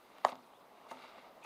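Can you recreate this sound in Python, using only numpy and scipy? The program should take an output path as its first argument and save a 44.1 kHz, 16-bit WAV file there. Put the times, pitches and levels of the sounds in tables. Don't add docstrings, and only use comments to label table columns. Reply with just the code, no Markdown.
import sys
import numpy as np
from scipy import signal
from scipy.io import wavfile

SR = 44100
rng = np.random.default_rng(int(sys.argv[2]) if len(sys.argv) > 2 else 0)


def level_to_linear(level):
    exponent = np.asarray(level, float) / 20
    return 10 ** exponent


def digitize_waveform(pressure):
    field = np.atleast_2d(pressure).T
    bounded = np.clip(field, -1, 1)
    quanta = np.round(bounded * 32767).astype(np.int16)
    wavfile.write(sys.argv[1], SR, quanta)


N = 63945

# (frequency [Hz], level [dB], t60 [s])
BOX_MODES = [(259.4, -43, 0.13), (390, -27.5, 0.038), (533, -9, 0.015), (702, 0.3, 0.0093),
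             (1176, 1.5, 0.0098), (1291, -4, .022), (1740, -11.5, 0.0048), (1960, -19.5, 0.005),
             (3000, -19.5, 0.0041), (3078, -17.5, 0.0086), (3865, -24, 0.011), (5260, -31.5, 0.011),
             (6830, -27, 0.011), (7600, -38, 0.0041)]
# (time [s], strength [dB], hardness cut-off [Hz], tilt [dB/octave])
NAIL_TAPS = [(.1665, -55, 1500, 10), (.1836, -47.5, 3000, 9), (.2450, -43, 3000, 8), (.2475, -68, 7000, -8),
             (.2488, -9, 9000, 0.6), (.2550, -30, 2000, 8), (.2620, -29, 3000, 2), (.2702, -48, 1600, 15.5),
             (.2841, -32, 4000, -6), (.2884, -30, 4000, 0.3), (.3170, -42, 800, -10), (.3230, -37, 795, 6),
             (.3300, -47.5, 806, -21), (0.355, -59, 4000, 14), (.3915, -53, 2000, -5),
             (.5355, -52, 3000, 6.5), (.7835, -54, 1500, -16.5), (.8135, -51, 3000, 4),
             (.9130, -40, 4000, 4.5), (.9155, -38.5, 5900, 4), (.9172, -32.5, 900, -10),
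             (.9430, -54, 1500, -18), (.9705, -43, 2580, 9), (1.1821, -42.5, 3000, 0.5),
             (1.4240, -48.5, 2500, -1.5)]
TAP_SPREAD_DB = 2.5
CONTACT_S, RELEASE_GAIN = 0.00075, 0.7

# (time [s], level [dB])
RATTLE_LEVEL = [(0, -78.5), (.24, -60.5), (.256, -44), (.295, -44.5), (.335, -61), (.38, -65), (.6, -83),
                (.76, -74), (.9, -57), (.925, -52), (.95, -62.5), (.975, -51), (.995, -65.5), (1.05, -57.5),
                (1.15, -64.5), (1.3, -66), (1.41, -100), (1.45, -50)]
RATTLE_PER_S, RATTLE_CUT_HZ, TABLE_BOOST_DB = 600, 1500, 8
# (frequency [Hz], level [dB], t60 [s])
PANEL_MODES = [(660, -3, .03), (900, -4, .025), (1050, -6, .02)]

# (time [s], level [dB])
NAIL_CRACKS = [(.1635, -50), (.1834, -49), (.2628, -44), (.2841, -31.5), (.2890, -38), (.2925, -27),
               (.3200, -35), (.3560, -56), (.9160, -37), (.9400, -48), (1.0305, -49)]
CRACK_LOW_HZ, CRACK_HIGH_HZ = 1400, 4400
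# (time [s], level [dB])
FIBRE_TICKS = [
    (.1832, -50),
    (0.2474, -53),
    (.2700, -46),
    (.2842, -65),
    (0.2973, -59),
    (0.2994, -44),
    (0.914, -55),
    (.9300, -52),
    (1.418, -68),
]
TICK_LOW_HZ, TICK_HIGH_HZ = 8000, 13500

# (time [s], level [dB])
RUB_LEVEL = [(0, -73.5), (.2, -67.5), (.245, -62.5), (.256, -63), (.3, -54.5), (.34, -67.5), (.4, -78),
             (.7, -84), (.82, -69.5), (.87, -70.5), (.912, -56), (.935, -65.5), (1.03, -57), (1.1, -61.5),
             (1.25, -67), (1.36, -82), (1.43, -72), (1.45, -57.5)]
# (frequency [Hz], width [Hz], level [dB])
PAPER_PEAKS = [(1420, 410, 2.5), (2120, 540, 4.4), (2777, 190, 0.5), (3565, 1220, 2.5), (4470, 290, -14)]
RUB_PER_S = 4000
# (time [s], level [dB])
EDGE_LEVEL = [(0, -84.5), (.245, -82.5), (.252, -62), (.298, -65.5), (.34, -92), (.87, -87), (.914, -64),
              (.94, -78), (1.05, -77), (1.15, -95), (1.43, -101), (1.44, -62), (1.45, -70)]
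# (frequency [Hz], width [Hz], level [dB])
EDGE_PEAKS = [(6580, 830, 4), (8570, 2100, -0.5), (9900, 1700, -13), (13300, 2800, -17)]
LID_S, LID_RISE_S, LID_HZ, LID_WIDTH_HZ, LID_DB = 1.42, 0.03, 2430, 550, -54

# (time [s], level [dB])
TABLE_BUMPS = [
    (0.2494, -44.5),
    (.322, -48),
    (.372, -54.5),
    (0.913, -50),
    (0.956, -54.5),
    (1.033, -58.5),
]
BUMP_CUT_HZ = 400
TABLE_HZ, TABLE_T60_S = 252, 0.14
LEG_HZ, LEG_T60_S, LEG_DB = 114, 0.17, -11
NUDGE_S, NUDGE_RISE_S, NUDGE_HZ, NUDGE_T60_S, NUDGE_DB = 0.313, 0.013, 662, 0.07, -43

# (delay [s], level [dB])
PATIO_ECHOES = [(.009, -35), (.017, -20.5), (.024, -29), (.041, -34), (.058, -32), (.077, -24)]
ECHO_CUT_HZ = 5200
CHIRP_S, CHIRP_LEN_S, CHIRP_FROM_HZ, CHIRP_TO_HZ, CHIRP_DB = 0.538, 0.05, 3230, 3950, -73
# (frequency [Hz], density [dB/Hz])
HUM_SPECTRUM = [(30, -17.5), (110, -18.5), (245, -2), (320, -4), (750, 0.6), (1150, -3), (1450, -12),
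                (4200, -20.5)]
HUM_DB, HUM_PATCH_DB = -60.5, 2
# (frequency [Hz], density [dB/Hz])
HISS_SPECTRUM = [(3000, 3), (4500, 0), (6500, -13), (7700, -21), (9500, 10.3), (11200, 2), (13000, 8.5),
                 (17000, -1.5)]
HISS_DB, HISS_PATCH_DB = -78.5, 1.3
MIC_LOW_HZ, MIC_TOP_HZ = 150, 16200


def in_time(rows):
    s, db = np.transpose(rows)
    return level_to_linear(np.interp(np.arange(N) / SR, s, db))


def rms_one(x):
    return x / np.sqrt(np.mean(x ** 2) + 1e-20)


def butter(x, order, hz, kind="low"):
    return signal.sosfilt(signal.butter(order, hz, kind, fs=SR, output="sos"), x)


def drift(rate_hz):
    r = np.exp(-80 * np.pi * rate_hz / SR)
    noise = rng.standard_normal(N // 40 + 2002)
    slow = rms_one(signal.lfilter([1], [1, -2 * r, r * r], noise)[2000:])
    return np.interp(np.arange(N) / 40, np.arange(len(slow)), slow)


def ring(x, hz, t60_s):
    r = level_to_linear(-60 / (t60_s * SR))
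    w = 2 * np.pi * hz / SR
    return signal.lfilter([0, np.sin(w)], [1, -2 * r * np.cos(w), r * r], x + 1e-18)


def resonate(x, peaks):
    out = 0
    for hz, width_hz, db in peaks:
        r = np.exp(-np.pi * width_hz / SR)
        zeros = [(1 - r * r) / 2, 0, (r * r - 1) / 2]
        poles = [1, -2 * r * np.cos(2 * np.pi * hz / SR), r * r]
        out = out + level_to_linear(db) * signal.lfilter(zeros, poles, x)
    return rms_one(out)


def resonate_twice(x, hz, width_hz):
    peak = [(hz, width_hz, 0)]
    return resonate(resonate(x, peak), peak)


def grains(rate_per_s, spread_db):
    sizes = level_to_linear(spread_db * np.minimum(rng.exponential(1, N), 4))
    signs = rng.choice([-1, 1], N)
    dice = rng.random(N)
    chance = rate_per_s * level_to_linear(3.0 * drift(40)) / SR
    return sizes * signs * (dice < chance)


def snaps(events, low_hz, high_hz):
    out = np.zeros(N)
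    bursts = rng.standard_normal((len(events), 100)) * np.exp(-np.arange(100) / 25)
    for (s, db), burst in zip(events, bursts):
        i = int(s * SR)
        out[i:i + 100] += level_to_linear(db) * burst
    return butter(out, 3, [low_hz, high_hz], "band")


def taps():
    out = np.zeros(N)
    luck = rng.standard_normal((len(NAIL_TAPS), len(BOX_MODES)))
    t = np.arange(8820) / SR
    lag = int(CONTACT_S * SR)
    for (s, db, cut_hz, tilt_db), tap_luck in zip(NAIL_TAPS, luck):
        press = np.zeros(len(t))
        for k, (hz, mode_db, t60_s) in enumerate(BOX_MODES):
            level_db = mode_db + tilt_db * np.log2(hz / 800) + TAP_SPREAD_DB * tap_luck[k]
            press += (-1) ** (k + 1) * level_to_linear(level_db - 60 * t / t60_s) * np.sin(2 * np.pi * hz * t)
        release = np.concatenate([np.zeros(lag), press[:-lag]])
        hit = butter(press - RELEASE_GAIN * release, 3, min(cut_hz, 18000))
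        i = int(s * SR)
        out[i:i + len(t)] += level_to_linear(db) * hit[:N - i]
    return out


def rattle():
    push = butter(grains(RATTLE_PER_S, spread_db=4.5), 2, RATTLE_CUT_HZ)
    out = np.zeros(N)
    for k, (hz, db, t60_s) in enumerate(sorted(BOX_MODES + PANEL_MODES)):
        boost_db = TABLE_BOOST_DB * (hz < 450)
        out += (-1) ** k * level_to_linear(db + boost_db) * ring(push, hz, 1.12 * t60_s)
    return in_time(RATTLE_LEVEL) * rms_one(out)


def cracks():
    return snaps(NAIL_CRACKS, CRACK_LOW_HZ, CRACK_HIGH_HZ)


def ticks():
    return snaps(FIBRE_TICKS, TICK_LOW_HZ, TICK_HIGH_HZ)


def rub():
    fibres = grains(RUB_PER_S, spread_db=2.0)
    paper = sum(level_to_linear(db) * resonate_twice(fibres, hz, width_hz) for hz, width_hz, db in PAPER_PEAKS)
    return in_time(RUB_LEVEL) * rms_one(paper)


def edge():
    friction = rng.standard_normal(N) * level_to_linear(1.5 * drift(68))
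    return in_time(EDGE_LEVEL) * resonate(friction, EDGE_PEAKS)


def lid():
    swell = np.clip((np.arange(N) / SR - LID_S) / LID_RISE_S, 0, 1)
    return level_to_linear(LID_DB) * swell * resonate_twice(grains(5000, spread_db=2.0), LID_HZ, LID_WIDTH_HZ)


def bumps():
    s, db = np.transpose(TABLE_BUMPS)
    push = np.zeros(N)
    push[(s * SR).astype(int)] = level_to_linear(db)
    push = butter(push, 2, BUMP_CUT_HZ)
    return ring(push, TABLE_HZ, TABLE_T60_S) - level_to_linear(LEG_DB) * ring(push, LEG_HZ, LEG_T60_S)


def nudge():
    t = np.maximum(np.arange(N) / SR - NUDGE_S, 0)
    envelope = level_to_linear(NUDGE_DB - 60 * t / NUDGE_T60_S) * (t / NUDGE_RISE_S) ** 2
    return envelope * np.sin(2 * np.pi * NUDGE_HZ * t)


def patio(x):
    response = np.zeros(SR // 8)
    smears = rng.standard_normal((len(PATIO_ECHOES), 200)) * np.hanning(200) / 9
    for (s, db), smear in zip(PATIO_ECHOES, smears):
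        i = int(s * SR)
        response[i:i + 200] += level_to_linear(db) * smear
    return butter(signal.fftconvolve(x, response)[:N], 1, ECHO_CUT_HZ)


def bird():
    u = np.clip((np.arange(N) / SR - CHIRP_S) / CHIRP_LEN_S, 0, 1)
    hz = CHIRP_FROM_HZ + (CHIRP_TO_HZ - CHIRP_FROM_HZ) * u ** 1.32
    phase = 2 * np.pi * np.cumsum(hz) / SR
    return level_to_linear(CHIRP_DB) * np.sin(np.pi * u) * np.sqrt(2) * np.sin(phase)


def banded_noise(spectrum, patchy_db):
    out, together = 0, drift(3.0)
    edges_hz = 25 * 2 ** (np.arange(29) / 3)
    white = rng.standard_normal((2, N + 8000))
    at_hz, db = np.transpose(spectrum)
    for k, (low_hz, high_hz) in enumerate(zip(edges_hz, edges_hz[1:])):
        hz = np.sqrt(low_hz * high_hz)
        octaves_outside = max(0, np.log2(hz / at_hz[-1])) + max(0, np.log2(at_hz[0] / hz))
        level_db = np.interp(np.log(hz), np.log(at_hz), db) - 14 * octaves_outside
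        band = butter(white[k % 2], 2, [low_hz, high_hz], "band")[8000:]
        flicker_db = patchy_db * (0.52 * together + drift(13.8))
        out = out + level_to_linear(level_db + flicker_db) * band
    return rms_one(out)


def background():
    hum = level_to_linear(HUM_DB) * banded_noise(HUM_SPECTRUM, HUM_PATCH_DB)
    hiss = level_to_linear(HISS_DB) * banded_noise(HISS_SPECTRUM, HISS_PATCH_DB)
    return hum + hiss


def scene():
    floor = background()
    hands = rattle() + rub() + edge() + lid() + ticks() + cracks() + taps() + bumps() + nudge()
    hands = butter(hands, 3, MIC_LOW_HZ, "high")
    return (hands + patio(hands) + bird() + floor)[None]


def band_limit(x):
    return signal.sosfilt(signal.butter(12, 16430, fs=SR, output="sos"), x)


def record(dry):
    top_cut = signal.cheby2(12, 50, MIC_TOP_HZ, fs=SR, output="sos")
    return band_limit(signal.sosfilt(top_cut, dry))


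dry = scene()
out = record(dry)
digitize_waveform(out)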